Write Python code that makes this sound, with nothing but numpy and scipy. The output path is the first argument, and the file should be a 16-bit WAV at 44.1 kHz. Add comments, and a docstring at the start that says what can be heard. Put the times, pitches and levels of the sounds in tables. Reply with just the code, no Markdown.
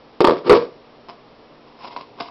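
"""In a small room with soft hum and hiss, a desk telephone is handled on a wooden desk.
The handset is lifted, knocking on its cradle, and put down hard, overloading a narrow-band microphone.
A finger then touches the dial, winds it to the stop and lets go; the dial whirrs back.
Knocks are clicks into decaying modes plus bursts of bright noise; the slide is rubbing noise.
The dial's gears are random tooth clicks and hiss; the room is a decaying noise tail."""
import sys
import numpy as np
from scipy import signal
from scipy.fft import rfft, irfft
from scipy.io import wavfile

SR = 44100
rng = np.random.default_rng(int(sys.argv[2]) if len(sys.argv) > 2 else 0)


def to_linear_factor(level_db):
    """Convert decibel levels (scalar or array-like) to linear amplitude factors."""
    exponent = np.asarray(level_db, float) / 20
    return 10 ** exponent


def transcribe(signal):
    """Save signal, clipped to [-1, 1], as a 16-bit WAV file at the path in sys.argv[1]."""
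    frames = np.atleast_2d(signal).T
    limited = np.clip(frames, -1, 1)
    pcm = np.round(limited * 32767).astype(np.int16)
    wavfile.write(sys.argv[1], SR, pcm)


N = 101430  # length in samples, 2.3 s

# Handset knocking on cradle and desk. Each row: time in seconds, then the relative strength
# of the desk ring, the shell ring and the crack, all in dB.
HANDSET_KNOCKS = [(0.2052, -8, -7, -13), (0.2116, -3, -38, -49), (.217, -10.5, -22.5, -29),
                  (0.2439, -9, -6.5, -28), (0.2471, -4, -5.5, -12.5), (0.259, -18, -23, -43.5),
                  (0.2724, -10, -4.5, -13), (.284, -1.5, -38.5, -33), (.296, -14.5, -12, -29),
                  (.309, -9.5, -17, -23.5), (0.321, -11, -31.5, -42.5), (0.334, -12.5, -35, -31),
                  (0.369, -22, -30, -34.5), (0.4957, 10, -0.5, -1.5), (.508, -2, -17.5, -16),
                  (.518, 1, -18, -21.5), (.529, -2, -4.5, -21), (.537, -0.5, -17.5, -30),
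                  (.552, -10.5, -17.5, -23), (0.563, -10, -30, -32), (.572, -14, -28.5, -34),
                  (0.623, -23, -28.5, -38)]
# Handset sliding onto the desk before it drops. Each row: time in seconds, rubbing level in dB.
HANDSET_SLIDE = [(.425, -60), (.445, -33.5), (.466, -19.5), (.478, -15.5), (.49, -23.5), (.5, -67.5)]
# Ringing modes of the desk under the telephone.
# Each row: frequency in Hz, relative level in dB, 60 dB decay time in seconds.
DESK_MODES = [(140, -24, 0.15), (238, -17.5, 0.04), (311.3, -17.5, 0.15), (368.8, -3, 0.15),
              (400, -6, 0.022), (418, -0.5, 0.12), (471.4, -9.5, 0.24), (484, -3.5, 0.097),
              (508, -10, 0.11), (567, -10, 0.095), (617.4, -17, 0.13), (662, -12.5, 0.073)]
# Ringing modes of the hard plastic shell.
# Each row: frequency in Hz, relative level in dB, 60 dB decay time in seconds.
SHELL_MODES = [(786, -7, 0.053), (902, 0, 0.079), (976, 0.5, 0.041), (1025, 1, 0.017), (1000, -10, 0.014),
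               (1144, -2, 0.065), (1122.4, -5, 0.08), (1230, -33.5, 0.013), (1730, -16, 0.065),
               (2134, -13, 0.019)]


def handset():
    """Knocks ring desk and shell and crack brightly; the slide rubs their modes and adds a hiss."""
    s, desk_db, shell_db, crack_db = np.transpose(HANDSET_KNOCKS)
    slide = level(HANDSET_SLIDE)
    rub = slide * rng.standard_normal(N) / np.sqrt(SR / 200)
    desk = struck(DESK_MODES, s, desk_db, rub)
    shell = struck(SHELL_MODES, s, shell_db, 0.56 * rub)
    slide_hiss = slide * to_linear_factor(-14) * coloured(CRACK_COLOUR)
    return desk + shell + cracks(s, crack_db) + slide_hiss


# Finger plate tapped, stopped and let go.
# Each row: time in seconds, relative strength of the ring in dB and of the crack in dB.
PLATE_TAPS = [(1.0853, -35.5, -37.5), (1.091, -34, -37), (1.097, -34.5, -35), (1.108, -36.5, -59),
              (1.7902, -40.5, -49), (1.8226, -41, -49), (1.9636, -28.5, -28), (1.974, -36, -55),
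              (2.0095, -36, -31.5), (2.188, -38, -61), (2.201, -36, -24.5), (2.2045, -27.5, -40.5),
              (2.2071, -18.5, -33), (2.219, -27.5, -48)]
# Ringing modes of the dial and its gears.
# Each row: frequency in Hz, relative level in dB, 60 dB decay time in seconds.
DIAL_MODES = [(440, -9, .04), (704, -6, 0.15), (780, -20, 0.034), (977, 5.5, 0.052), (1058, 2.5, 0.044),
              (1144, -4, .025), (1390, -2, 0.0084), (2090, -3.5, 0.017), (2560, -3.5, .015),
              (2820, -29.5, 0.028), (4060, -43, .012), (5080, -5.5, 0.026)]
# Gear rattle while the dial turns, one list per turn. Each row: time in seconds, level in dB.
DIAL_TURNS = [
    [(1.66, -50), (1.682, -36), (1.7, -53), (1.77, -46), (1.79, -41), (1.81, -34.5), (1.824, -32),
     (1.852, -22), (1.862, -32), (1.87, -29), (1.882, -20.5), (1.893, -40), (1.924, -28), (1.95, -37),
     (1.985, -34), (2.0, -33), (2.025, -38), (2.06, -58)],
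    [(2.16, -51), (2.19, -31), (2.23, -32.5), (2.27, -30), (2.285, -28), (2.3, -57.5)],
]
TEETH_PER_S, TOOTH_SPREAD_DB = 510, 4  # average rate, scale of the random strength
GEAR_HISS_DB = -13.5                   # relative to the rattle level
DIAL_BASS_CUT_HZ = 590


def dial():
    """Plate taps and uneven gear teeth ring the dial's modes, with a bright hiss while it turns."""
    s, ring_db, crack_db = np.transpose(PLATE_TAPS)
    turning = sum(level(rows) for rows in DIAL_TURNS)
    tooth_hits = rng.random(N) < TEETH_PER_S / SR
    strength = np.minimum(rng.exponential(1, N), 3) - 1
    direction = rng.choice([-1, 1], N)
    gears = turning * 0.17 * tooth_hits * to_linear_factor(TOOTH_SPREAD_DB * strength) * direction
    body = high_pass(struck(DIAL_MODES, s, ring_db, gears), DIAL_BASS_CUT_HZ)
    gear_hiss = turning * to_linear_factor(GEAR_HISS_DB) * coloured(CRACK_COLOUR)
    return body + cracks(s, crack_db) + gear_hiss


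# Colour of the contact noise. Each row: frequency in Hz, relative level in dB per Hz.
CRACK_COLOUR = [(760, 3), (1300, -15), (1670, -15), (2120, -8), (4900, -8.5), (5600, -15.5), (7280, -40.5),
                (12300, -120)]
CRACK_T60_S = 0.029
RATTLE_PER_S, RATTLE_DB = 200, -3.5          # average tick rate, tick ceiling relative to the blow
RATTLE_T60_S, TICK_T60_S = 0.18, 0.0075      # decay of the whole chatter, and of one tick


def cracks(s, db):
    """Each contact is a fast-dying burst of bright noise, then uneven ticks of loose parts."""
    blows = train(s, db)
    tick_hits = rng.random(N) < RATTLE_PER_S / SR
    tick_heights = rng.uniform(0.23, 1, N) * to_linear_factor(RATTLE_DB)
    ticks = tick_hits * tick_heights * decay(blows, RATTLE_T60_S)
    envelope = decay(blows, CRACK_T60_S) + decay(ticks, TICK_T60_S)
    return envelope * coloured(CRACK_COLOUR)


MODE_SPREAD_DB = 3.5  # standard deviation


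def struck(modes, s, db, rubbing=0):
    """Every blow strikes every mode with a strength of its own; rubbing feeds the modes steadily."""
    spread = MODE_SPREAD_DB * rng.standard_normal((len(s), len(modes)))
    total = np.zeros(N)
    for k, (hz, mode_db, t60) in enumerate(modes):
        drive = train(s, db + spread[:, k]) + rubbing
        total += to_linear_factor(mode_db - 6) * ring(drive, hz, t60)
    return total


ROOM_T60_S, ROOM_ONSET_S, WALL_CUT_HZ = 0.31, 0.012, 20200


def room(x):
    """Dense reflections: noise that builds up over a few milliseconds and dies away."""
    t = np.arange(SR // 2) / SR
    build_up = 1 - np.exp(-(t / ROOM_ONSET_S) ** 2)
    tail = rng.standard_normal(len(t)) * to_linear_factor(-60 * t / ROOM_T60_S) * build_up
    tail = signal.sosfilt(signal.butter(1, WALL_CUT_HZ, fs=SR, output="sos"), tail)
    tail = tail / np.sqrt(np.sum(tail ** 2))  # unit energy
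    return signal.fftconvolve(x, tail)[:N]


# Colour of the room noise. Each row: frequency in Hz, relative level in dB per Hz.
AIR_COLOUR = [(20, -4), (60, -4), (85, -12), (120, 2.5), (240, -2), (450, 4.5), (800, -0.5), (1150, -3.5),
              (1500, -10.5), (3000, -13), (5500, -17.5)]
AIR_DB = -47.5  # rms
# Mains hum. Each row: frequency in Hz, rms level in dB.
HUM_TONES = [(236.9, -59.5), (296.1, -61)]


def background():
    """Steady coloured noise for the room, and mains hum as sines of random phase."""
    t = np.arange(N) / SR
    mix = to_linear_factor(AIR_DB) * coloured(AIR_COLOUR)
    for hz, db in HUM_TONES:
        mix += np.sqrt(2) * to_linear_factor(db) * np.sin(2 * np.pi * (hz * t + rng.random()))
    return mix


def rms_one(x):
    """Scale to an rms of 1."""
    return x / np.sqrt(np.mean(x ** 2) + 1e-20)


def level(rows):
    """Gain over time from (s, dB) rows, practically silent outside them."""
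    s, db = np.transpose(rows)
    return to_linear_factor(np.interp(np.arange(N) / SR, s, db, left=-150, right=-150))


def train(s, db):
    """Single-sample clicks at the given seconds and levels."""
    clicks = np.zeros(N)
    np.add.at(clicks, (np.asarray(s) * SR).astype(int), to_linear_factor(db))
    return clicks


def decay(x, t60):
    """Every click in x becomes an exponential decay, 60 dB down after t60 seconds."""
    return signal.lfilter([1], [1, -to_linear_factor(-60 / (t60 * SR))], x)


def ring(clicks, hz, t60):
    """Two-pole resonator: a unit click starts a decaying sine of initial height 1."""
    r = to_linear_factor(-60 / (max(t60, .005) * SR))
    w = 2 * np.pi * hz / SR
    return signal.lfilter([0, np.sin(w)], [1, -2 * r * np.cos(w), r * r], clicks + 1e-18)


def coloured(spectrum):
    """Steady noise of the given colour, rms 1, shaped along a log frequency axis."""
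    hz, db = np.transpose(spectrum)
    bins_hz = np.maximum(np.fft.rfftfreq(N, 1 / SR), 1)
    gain = to_linear_factor(np.interp(np.log(bins_hz), np.log(hz), db))
    return rms_one(irfft(rfft(rng.standard_normal(N)) * gain, N))


def high_pass(x, hz):
    """Second-order bass cut."""
    return signal.sosfilt(signal.butter(2, hz, "high", fs=SR, output="sos"), x)


def scene():
    """Telephone (thinned by the microphone's bass roll-off), its room and the background."""
    phone = high_pass(handset() + dial(), 230)
    reflections = to_linear_factor(-11.5) * room(phone)
    return (phone + reflections + background())[None]


def roll_off(x):
    """The treble ends steeply here."""
    return signal.sosfilt(signal.butter(12, 16970, fs=SR, output="sos"), x)


MIC_TOP_HZ = 5500
INPUT_TOP, CONVERTER_TOP = 0.735, 0.71  # clipping heights, full scale = 1


def record(dry):
    """Narrow-band recorder: input overload, steep top cut, then hard clipping in the converter."""
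    overloaded = np.clip(dry, -INPUT_TOP, INPUT_TOP)
    narrow = signal.sosfilt(signal.cheby1(10, .5, MIC_TOP_HZ, fs=SR, output="sos"), overloaded)
    return roll_off(np.clip(narrow, -CONVERTER_TOP, CONVERTER_TOP))


dry = scene()
out = record(dry)
transcribe(out)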